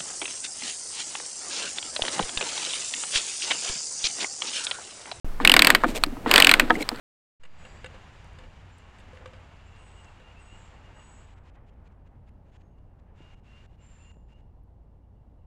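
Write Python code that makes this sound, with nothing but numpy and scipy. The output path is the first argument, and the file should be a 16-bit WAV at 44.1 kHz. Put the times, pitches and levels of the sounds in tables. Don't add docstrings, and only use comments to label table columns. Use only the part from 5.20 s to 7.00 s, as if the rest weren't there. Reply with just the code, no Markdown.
import sys
import numpy as np
from scipy import signal
from scipy.fft import rfft, irfft
from scipy.io import wavfile
from scipy.ndimage import uniform_filter1d

SR = 44100
rng = np.random.default_rng(int(sys.argv[2]) if len(sys.argv) > 2 else 0)


def store_pcm(level_fs):
    pcm = np.round(np.clip(level_fs, -1, 1) * 32767).astype(np.int16)
    wavfile.write(sys.argv[1], SR, np.atleast_2d(pcm).T)


N = 79380
T = np.arange(N) / SR

# (t/s, pawl f/Hz, pawl level/dB, housing level/dB, crack level/dB)
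TOOTH_DROPS = [(0.2498, 2213, 1, 0.5, 0), (0.2745, 2920, 6.5, -7, 1.5), (0.2963, 3060, 3.5, -1.5, 1),
               (0.3174, 3020, 3.5, -3.5, 4), (0.3395, 2070, -7, 2, 2), (0.3653, 1860, -7, 5.5, 4),
               (0.3925, 3960, 1, 3.5, 0.5), (0.4209, 2430, -0.5, -2.5, 5), (0.4469, 2980, -26, -1, 3),
               (0.4705, 3900, -21, 3.5, 3.5), (0.5026, 1835, 4, 2.5, 2.5), (0.549, 1730, -11.5, 2.5, 0),
               (1.113, 2580, -2.5, -2.5, 3), (1.1391, 2620, -4, -2, 3.5), (1.1592, 3150, 5.5, 2, 5),
               (1.1792, 2260, -13, 2, 4.5), (1.201, 1640, -30, 0, 5.5), (1.2225, 3010, 6, -6, 1),
               (1.2463, 2750, 2.5, -11, 3), (1.27, 2520, 2.5, 0, 2.5), (1.2931, 2516, 1, 0, 0),
               (1.3137, 2050, -3.5, 4, 2.5), (1.3387, 2480, 0.5, 0, -0.5), (1.397, 2400, 1.5, 2, 0.5)]
# (f/Hz, level/dB)
CRACK_COLOUR = [(600, -37), (2000, 1), (4500, 4), (6000, -15), (8300, -2.5), (10500, -14.5), (12800, -9.5),
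                (16000, -22)]
# (f/Hz, level/dB)
SNAP_MODES = [(850, -14.5), (4300, -7), (8300, -14), (12800, -17.5)]
# (f/Hz, level/dB)
HOUSING_MODES = [(1020, -17), (1560, -13), (1950, -10), (2350, -10.5), (2900, -12), (3450, -12.5),
                 (3900, -14.5), (4550, -18)]
# (f/Hz, level/dB)
TAIL_COLOUR = [(260, -21), (500, -3), (1000, -4.5), (1550, 0.5), (2400, -1), (4200, -12), (6000, -25.5),
               (8200, -20.5), (10500, -31), (13000, -22), (16000, -43)]

def ratchet():
    cracks = [(s, db - 9.5) for s, *_, db in TOOTH_DROPS]
    scrapes = [(s - .0011, -28.5) for s, *_ in TOOTH_DROPS]
    clicks = bursts(cracks, CRACK_COLOUR, fall_s=.0018) + bursts(scrapes, CRACK_COLOUR, fall_s=.0018)
    for s, hz, pawl_db, housing_db, crack_db in TOOTH_DROPS:
        add(clicks, s, from_db(crack_db) * strike(SNAP_MODES, swell_s=.00068, steepness=4.7))
        pawl = from_db(pawl_db) * ring(hz, swell_s=.00094, steepness=2.25, sag=.11)
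        housing = from_db(housing_db) * strike(HOUSING_MODES, swell_s=.0011, dispersion=.15)
        add(clicks, s + .00019, pawl + housing)
    echo = from_db(-14.5) * np.interp(T - .0027, T, clicks)
    hull_hits = [(s, housing_db / 2) for s, _, _, housing_db, _ in TOOTH_DROPS]
    early_tail = from_db(-13) * bursts(hull_hits, TAIL_COLOUR, fall_s=.0069)
    late_tail = from_db(-35) * bursts(hull_hits, TAIL_COLOUR, fall_s=.037)
    return clicks + echo + early_tail + late_tail


# (t/s, level/dB, contact f/Hz, hollow level/dB)
SLACK_KNOCKS = [(.2015, -16, 1030, -7), (.6370, -7.5, 1110, -14), (.6430, -7, 1470, -7.5),
                (0.9691, -31, 830, -16), (1.0612, -12, 960, -1), (1.419, -22, 2470, -6),
                (1.501, -9, 1130, -2), (1.5053, -2, 1645, -11), (1.5057, -14, 3220, -34),
                (1.7163, -23.5, 820, -10)]
# (f/Hz, level/dB)
WALL_MODES = [(490, -17), (715, -16), (890, -15.5), (1280, -13.5), (1490, -27.5), (1790, -17),
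              (2330, -27.5), (3800, -36.5)]
# (f/Hz, level/dB)
HOLLOW_MODES = [(245, -20), (295, -20), (360, -33.5), (470, -26)]

def knocks():
    out = bursts([(s, db - 12.5) for s, db, _, _ in SLACK_KNOCKS], WALL_MODES, fall_s=.0052)
    for s, db, hz, hollow_db in SLACK_KNOCKS:
        contact = ring(hz, swell_s=.00064)
        wall = from_db(-3.5) * strike(WALL_MODES, swell_s=.0048, dispersion=.15)
        hollow = strike(HOLLOW_MODES, swell_s=.0075)
        add(out, s, from_db(db) * (contact + wall) + from_db(hollow_db) * hollow)
    return out


# (t/s, level/dB)
GRIP_TICKS = [(0.8374, 0), (0.863, -30), (1.498, -24), (1.6901, -8), (1.760, -30.5)]
# (f/Hz, level/dB)
GRIP_TICK_MODES = [(950, -11.5), (1500, -9.5), (2300, -12), (4500, -5), (8300, -13.5)]

def ticks():
    out = bursts([(s, db - 14) for s, db in GRIP_TICKS], CRACK_COLOUR, fall_s=.0026)
    out += bursts([(s, db - 20.5) for s, db in GRIP_TICKS], WALL_MODES, fall_s=.0052)
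    for s, db in GRIP_TICKS:
        add(out, s, from_db(db) * strike(GRIP_TICK_MODES, swell_s=.00041))
    return out


# (t/s, level/dB)
SHAFT_LEVEL = [(.19, -58), (.215, -36), (.30, -56), (.42, -29.5), (.52, -26), (.57, -50), (.61, -40.5),
               (1.04, -63), (1.075, -30.5), (1.17, -18.5), (1.33, -31.5), (1.42, -36), (1.47, -44)]
# (f/Hz, level/dB)
SHAFT_COLOUR = [(100, -43), (250, 2), (1500, 2.5), (2500, -4), (4200, -8.5), (6000, -24), (8300, -16.5),
                (11000, -36), (16000, -32)]

def shaft():
    return level(SHAFT_LEVEL) * grain(rough_db=3, size=130) * noise(SHAFT_COLOUR)


# (t/s, level/dB)
FINGER_LEVEL = [(.665, -50), (.683, -36), (.71, -37.5), (.735, -54), (.753, -30), (.77, -28.5), (.784, -36),
                (.789, -60), (.833, -47), (.84, -75), (1.50, -62), (1.555, -35), (1.575, -51),
                (1.628, -29.5), (1.637, -72)]
# (f/Hz, level/dB)
FINGER_COLOUR = [(300, 20), (550, 22.5), (820, 15.5), (1400, 1.5), (2400, 14), (4000, 8), (6000, 2),
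                 (8300, 6.5), (11000, -8.5), (14000, 0), (16000, -27)]
# (t/s, level/dB, f/Hz)
SKIN_SQUEAKS = [(.767, -31.5, 2400), (1.554, -20.5, 2060), (1.607, -26.5, 2250), (1.624, -24.5, 2220),
                (1.627, -29.5, 4100)]

def fingers():
    out = level(FINGER_LEVEL) * grain(rough_db=3.5, size=60) * noise(FINGER_COLOUR)
    for s, db, hz in SKIN_SQUEAKS:
        add(out, s, from_db(db) * ring(hz, swell_s=.0015))
    return out


# (t/s, level/dB)
MURMUR_LEVEL = [(.05, -40), (.18, -73), (.24, -28.5), (.56, -29.5), (.62, -49), (.69, -35.5), (.81, -42.5),
                (1.04, -43), (1.12, -32), (1.42, -33), (1.48, -41), (1.53, -31), (1.62, -31.5), (1.66, -60),
                (1.8, -43)]
# (f/Hz, level/dB)
MURMUR_COLOUR = [(80, -31), (160, -3), (230, 2.5), (320, 4.5), (430, -4.5), (750, -8.5), (1200, -23.5),
                 (3000, -22)]
# (t/s, level/dB, f/Hz)
HAND_BUMPS = [(.660, -19.5, 320), (0.687, -23.5, 249), (0.867, -25, 295), (0.925, -30, 255)]

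def hand_on_hull():
    out = level(MURMUR_LEVEL) * noise(MURMUR_COLOUR)
    for s, db, hz in HAND_BUMPS:
        add(out, s, from_db(db) * ring(hz, swell_s=.005))
    return out


# (f/Hz, level/dB)
AIR_COLOUR = [(100, -6), (400, -15.5), (1200, -18.5), (3000, -30), (8000, -36.5), (16000, -39.5)]
# (t/s, level/dB)
WIND_LEVEL = [(0, -28.5), (.55, -31.5), (.8, -25), (1, -33), (1.5, -32), (1.8, -40.5)]
# (f/Hz, level/dB)
RUMBLE_COLOUR = [(14, 10), (30, -12), (55, -21), (90, -26), (250, -42)]

def outdoors():
    return from_db(-46.5) * noise(AIR_COLOUR) + level(WIND_LEVEL) * noise(RUMBLE_COLOUR)


def from_db(db):
    return 10 ** (np.asarray(db) / 20)


def level(rows):
    return from_db(np.interp(T, *np.transpose(rows), left=-np.inf))


def noise(colour):
    hz, db = np.transpose(colour)
    f = np.maximum(np.fft.rfftfreq(N, 1 / SR), 1)
    gain = from_db(np.interp(np.log(f), np.log(hz), db, left=-np.inf, right=-np.inf))
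    x = irfft(rfft(rng.standard_normal(N)) * gain, N)
    return x / x.std()


def grain(rough_db, size):
    wobble = uniform_filter1d(rng.standard_normal(N), size)
    gain = from_db(rough_db * wobble / wobble.std())
    return gain / np.sqrt(np.mean(gain ** 2))


def add(out, s, sound):
    i = max(int(s * SR), 0)
    out[i:i + len(sound)] += sound[:N - i]


def ring(hz, swell_s, steepness=1, sag=0):
    t = T[:N // 8]
    cycles = hz * (t + sag * t * (1 - t / swell_s / 2))
    envelope = (t / swell_s * np.exp(1 - t / swell_s)) ** steepness
    return envelope * np.sin(2 * np.pi * (cycles + rng.random()))


def strike(modes, swell_s, dispersion=0, steepness=1):
    out = 0
    for hz, db in modes:
        gain = from_db(db + 2 * rng.normal())
        detuned_hz = hz * (1 + .042 * rng.normal())
        out += gain * ring(detuned_hz, swell_s * (modes[0][0] / hz) ** dispersion, steepness)
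    return out


def bursts(hits, colour, fall_s):
    power = np.zeros(N)
    for s, db in hits:
        add(power, s, from_db(db) ** 2 * np.exp(-2 * T[:N // 4] / fall_s))
    return np.sqrt(power) * noise(colour)


def scene():
    return (ratchet() + knocks() + ticks() + shaft() + fingers() + hand_on_hull() + outdoors())[None]


START_S, OVERLOAD_KNEE, CUTOFF_HZ = .0454, 3.4, 16000

def record(dry):
    x = dry * np.clip((T - START_S) / .00055, 0, 1)
    x = x / (1 + np.abs(x) ** OVERLOAD_KNEE) ** (1 / OVERLOAD_KNEE)
    return signal.sosfilt(signal.ellip(10, .1, 70, CUTOFF_HZ, fs=SR, output="sos"), x)


dry = scene()
out = record(dry)
store_pcm(out)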